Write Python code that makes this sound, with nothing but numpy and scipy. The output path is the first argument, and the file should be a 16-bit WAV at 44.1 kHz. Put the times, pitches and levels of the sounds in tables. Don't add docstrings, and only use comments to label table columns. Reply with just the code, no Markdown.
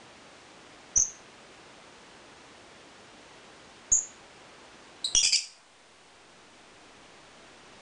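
import sys
import numpy as np
from scipy import signal
from scipy.fft import rfft, irfft
from scipy.io import wavfile
from scipy.ndimage import uniform_filter1d

SR = 44100
rng = np.random.default_rng(int(sys.argv[2]) if len(sys.argv) > 2 else 0)


def undo_db(level):
    steps = np.asarray(level, float) / 20
    return 10 ** steps


def generate_wav(sig):
    pcm = np.round(np.clip(np.atleast_2d(sig).T, -1, 1) * 32767).astype(np.int16)
    wavfile.write(sys.argv[1], SR, pcm)


N = 344752

# start_s, first_note_s, whole_call_s, level_db, pitch_hz
WHISTLE_CALLS = [
    (.954, 0.0066, 0.078, -16.5, 6016),
    (3.9153, .010, 0.078, -13.5, 6574),
]
# waver (0-1), breath_db
WHISTLE_ROUGHNESS = [(0.024, -27.5), (0.024, -39.5)]
WHISTLE_BEATS = (328.4, 431)
WHISTLE_JOINS = (-1.5, -2)
WHISTLE_ATTACKS = (0.0095, 0.0027)
WHISTLE_GESTURE = dict(drop_in=1.0, leap=1.045, break_db=-1.5, settle_s=.006, settled=1.02, resume_db=-4.5, fade_db=-9.5, early_db=-11)

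# start_s, first_note_s, whole_call_s, level_db, pitch_hz
CHIRP_CALLS = [
    (5.0411, .011, 0.041, -26, 3974),
    (5.1474, .009, 0.074, -17.5, 2800),
    (5.227, 0.013, 0.075, -13.5, 2452),
    (5.3215, 0.002, 0.075, -11.5, 2450),
]
# first_db, second_db, third_db, fourth_db
CHIRP_OVERTONES = [(0.5, -7.5, -40.5, -46), (-7.5, 3, -12.5, -33), (-7.5, 1.5, -3.5, -26.5),
                   (-4, 6, -0.5, -23)]
# waver (0-1), breath_db
CHIRP_ROUGHNESS = [(0.05, -16.5), (0.03, -23), (0.035, -25), (0.08, -15)]
# fall_db per overtone, sum_tones_db
CHIRP_SECOND_VOICE = [(-15, -14), (-12.5, -24), (-7, -5.5), (-6, -14)]
CHIRP_BEATS = (650, 489.5, 660, 698)
CHIRP_JOINS = (-8, 6.5, 1.5, -4.5)
CHIRP_GESTURE = dict(drop_in=1.07, leap=1.12, break_db=-12.5, settle_s=0.00492, settled=1.02, resume_db=-2, fade_db=-16.5, early_db=-6.5)

# start_s, bias_jump_db, slide_back_s, spike_db
OVERLOAD_HITS = [(0.9753, -28.5, 0.014, -22.5), (0.9912, -31, 0.011, -25), (3.919, -30, 0.042, -24.5),
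                 (3.936, -51, 0.026, -40), (5.1503, -27.5, 3.1, -15.5), (5.1606, -75, .01, -33),
                 (5.167, -65, .01, -32.5), (5.1702, -61, .01, -36), (5.1853, -61, .01, -42),
                 (5.23, -43, .006, -29), (5.238, -52, .01, -29), (5.242, -52, 0.022, -41),
                 (5.2556, -45, 0.026, -25), (5.3294, -63, 0.014, -25.5)]
# frequency_hz, density_db (per Hz)
HISS_SPECTRUM = [(15, -32), (25, -10.5), (150, -6), (330, -1.5), (1390, -8), (2890, -12), (6790, -20),
                 (9800, -33)]
# frequency_hz, density_db (per Hz)
CONVERTER_SPECTRUM = [(200, -19), (700, 1.5), (1400, -2.5), (2800, -3), (5600, -9), (9000, -11.5),
                      (22000, -38)]

CHIRP_ATTACK_S = 0.003
SILENT_DB = -32.5
STEADY_S = 0.0097
ROOM_T60_S, ROOM_BUILD_S, FIRST_ECHO_S = 0.31, 0.004, 0.0015
WHISTLE_ROOM_DB, CHIRP_ROOM_DB = -7.5, -3
COUPLING_HZ = 5.6
HISS_DB, CONVERTER_DB = -52.5, -59
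DUCK_FROM_S, DUCK_UNTIL_S, DUCK_DB, RECOVER_S = 5.137, 5.432, -16.5, 0.66
CEILING = 0.33
TOP_HZ = 10030


def whistles():
    out = np.zeros(N)
    settings = zip(WHISTLE_CALLS, WHISTLE_ATTACKS, WHISTLE_JOINS, WHISTLE_BEATS, WHISTLE_ROUGHNESS)
    for row, attack_s, join_db, beat_hz, (waver, breath_db) in settings:
        corners = contour(*row, attack_s, join_db, **WHISTLE_GESTURE)
        out += call(corners, (0,), beat_hz, waver, (0, 0),
                    flutter_db=4.0, lower_db=-9, breath_db=breath_db)
    return out


def chirps():
    out = np.zeros(N)
    settings = zip(CHIRP_CALLS, CHIRP_JOINS, CHIRP_OVERTONES, CHIRP_BEATS,
                   CHIRP_ROUGHNESS, CHIRP_SECOND_VOICE)
    for row, join_db, overtones_db, beat_hz, (waver, breath_db), second_voice in settings:
        corners = contour(*row, CHIRP_ATTACK_S, join_db, **CHIRP_GESTURE)
        out += call(corners, overtones_db, beat_hz, waver, second_voice,
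                    flutter_db=3.5, lower_db=-22, breath_db=breath_db)
    return out


def contour(start, first, whole, db, hz, attack_s, late_db,
            drop_in, leap, break_db, settle_s, settled, resume_db, fade_db, early_db):
    full = start + attack_s
    broken = full + first
    early_db = late_db + early_db
    resumed_db = db + resume_db
    return [(start, hz * drop_in, db + SILENT_DB, early_db),
            (full, hz * (1 + drop_in) / 2, db, early_db),
            (full + first * 0.718, hz, db, early_db),
            (broken, hz * leap, db + break_db, late_db),
            (broken + settle_s, hz * settled, resumed_db, late_db),
            (start + whole, hz * settled, resumed_db + fade_db, late_db)]


def call(corners, overtones_db, beat_hz, waver, second_voice, flutter_db, lower_db, breath_db):
    s, hz, db, second_db = np.transpose(corners)
    i = np.arange(int(s[0] * SR), int(s[-1] * SR))
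    t = i / SR
    pitch_waver = wobble(5000, 319)[:len(i)]
    flutter = wobble(5000, 250)[:len(i)]
    beat_drift = wobble(5000, 140)[:len(i)]
    air = rng.standard_normal(5000)[:len(i)]

    unsteady = np.minimum((i - i[0]) / (STEADY_S * SR), 1)
    pitch_hz = np.interp(t, s, hz) * (1 + waver * pitch_waver * unsteady)
    phase = 2 * np.pi * np.cumsum(pitch_hz) / SR
    beat = np.exp(2j * np.pi * np.cumsum(beat_hz * (1 + 0.17 * beat_drift)) / SR)
    second = undo_db(np.interp(t, s, second_db))

    fall_db, sum_db = second_voice
    tone = np.zeros(len(i), complex)
    for k, overtone_db in enumerate(overtones_db):
        company = undo_db(k * fall_db) * beat ** (k + 1) + undo_db(lower_db) / beat
        if k > 0:
            company = company + undo_db(sum_db) * beat
        tone += undo_db(overtone_db) * np.exp(1j * (k + 1) * phase) * (1 + second * company)

    rasp = undo_db(breath_db) * np.gradient(np.gradient(air))
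    edge_fade = np.minimum(np.minimum(i[-1] - i, i - i[0]) / (0.0034 * SR), 1)
    level = undo_db(np.interp(t, s, db) + flutter_db * flutter)
    out = np.zeros(N)
    out[i] = (tone.imag + rasp) * edge_fade * level
    return out


def wobble(n, rate_hz):
    k = int(SR / rate_hz)
    noise = rng.standard_normal(n + 4 * k)
    smooth = uniform_filter1d(uniform_filter1d(noise, k), k)[2 * k:2 * k + n]
    return smooth / smooth.std()


def room(x, wet_db):
    t = np.arange(SR // 2) / SR
    late = np.maximum(t - FIRST_ECHO_S, 0)
    clumps_db = 2.5 * wobble(len(t), 120)
    build = 1 - np.exp(-late / ROOM_BUILD_S)
    echoes = rng.standard_normal(len(t)) * build * undo_db(-60 * t / ROOM_T60_S + clumps_db)
    echoes = echoes / np.linalg.norm(echoes)
    return x + undo_db(wet_db) * signal.fftconvolve(x, echoes)[:N]


def overloads():
    t = np.arange(N) / SR
    bias, spikes = np.zeros(N), np.zeros(N)
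    for s, jump_db, back_s, spike_db in OVERLOAD_HITS:
        bias += undo_db(jump_db) * (t >= s) * np.clip(1 - (t - s) / back_s, 0, 1)
        spikes -= undo_db(spike_db) * np.exp(-((t - s) / 0.00006) ** 2)
    b, a = signal.butter(1, COUPLING_HZ, "high", fs=SR)
    return signal.lfilter(b, a, bias) + spikes


def duck():
    t = np.arange(N) / SR
    down = np.clip((t - DUCK_FROM_S) / (DUCK_UNTIL_S - DUCK_FROM_S), 0, 1)
    recovery = np.exp(-np.maximum(t - DUCK_UNTIL_S, 0) / RECOVER_S)
    return undo_db(DUCK_DB * down * recovery)


def coloured(spectrum, db):
    hz, shape_db = np.transpose(spectrum)
    log_hz = np.log(np.maximum(np.arange(N // 2 + 1) * SR / N, 1))
    shape = undo_db(np.interp(log_hz, np.log(hz), shape_db))
    x = irfft(rfft(rng.standard_normal(N)) * shape, N)
    return x * undo_db(db) / x.std()


def scene():
    birds = room(whistles(), WHISTLE_ROOM_DB) + room(chirps(), CHIRP_ROOM_DB)
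    return (birds + coloured(HISS_SPECTRUM, HISS_DB))[None]


def top_cut(x):
    return signal.sosfilt(signal.butter(12, 10300, fs=SR, output="sos"), x)


def record(dry):
    x = dry * duck()
    x = x / (1 + (x / CEILING) ** 4) ** (1 / 4)
    x = x + overloads() + coloured(CONVERTER_SPECTRUM, CONVERTER_DB)
    band_limit = signal.ellip(12, 0.3, 80, TOP_HZ, fs=SR, output="sos")
    mix = signal.sosfilt(band_limit, x)
    return top_cut(mix)


dry = scene()
out = record(dry)
generate_wav(out)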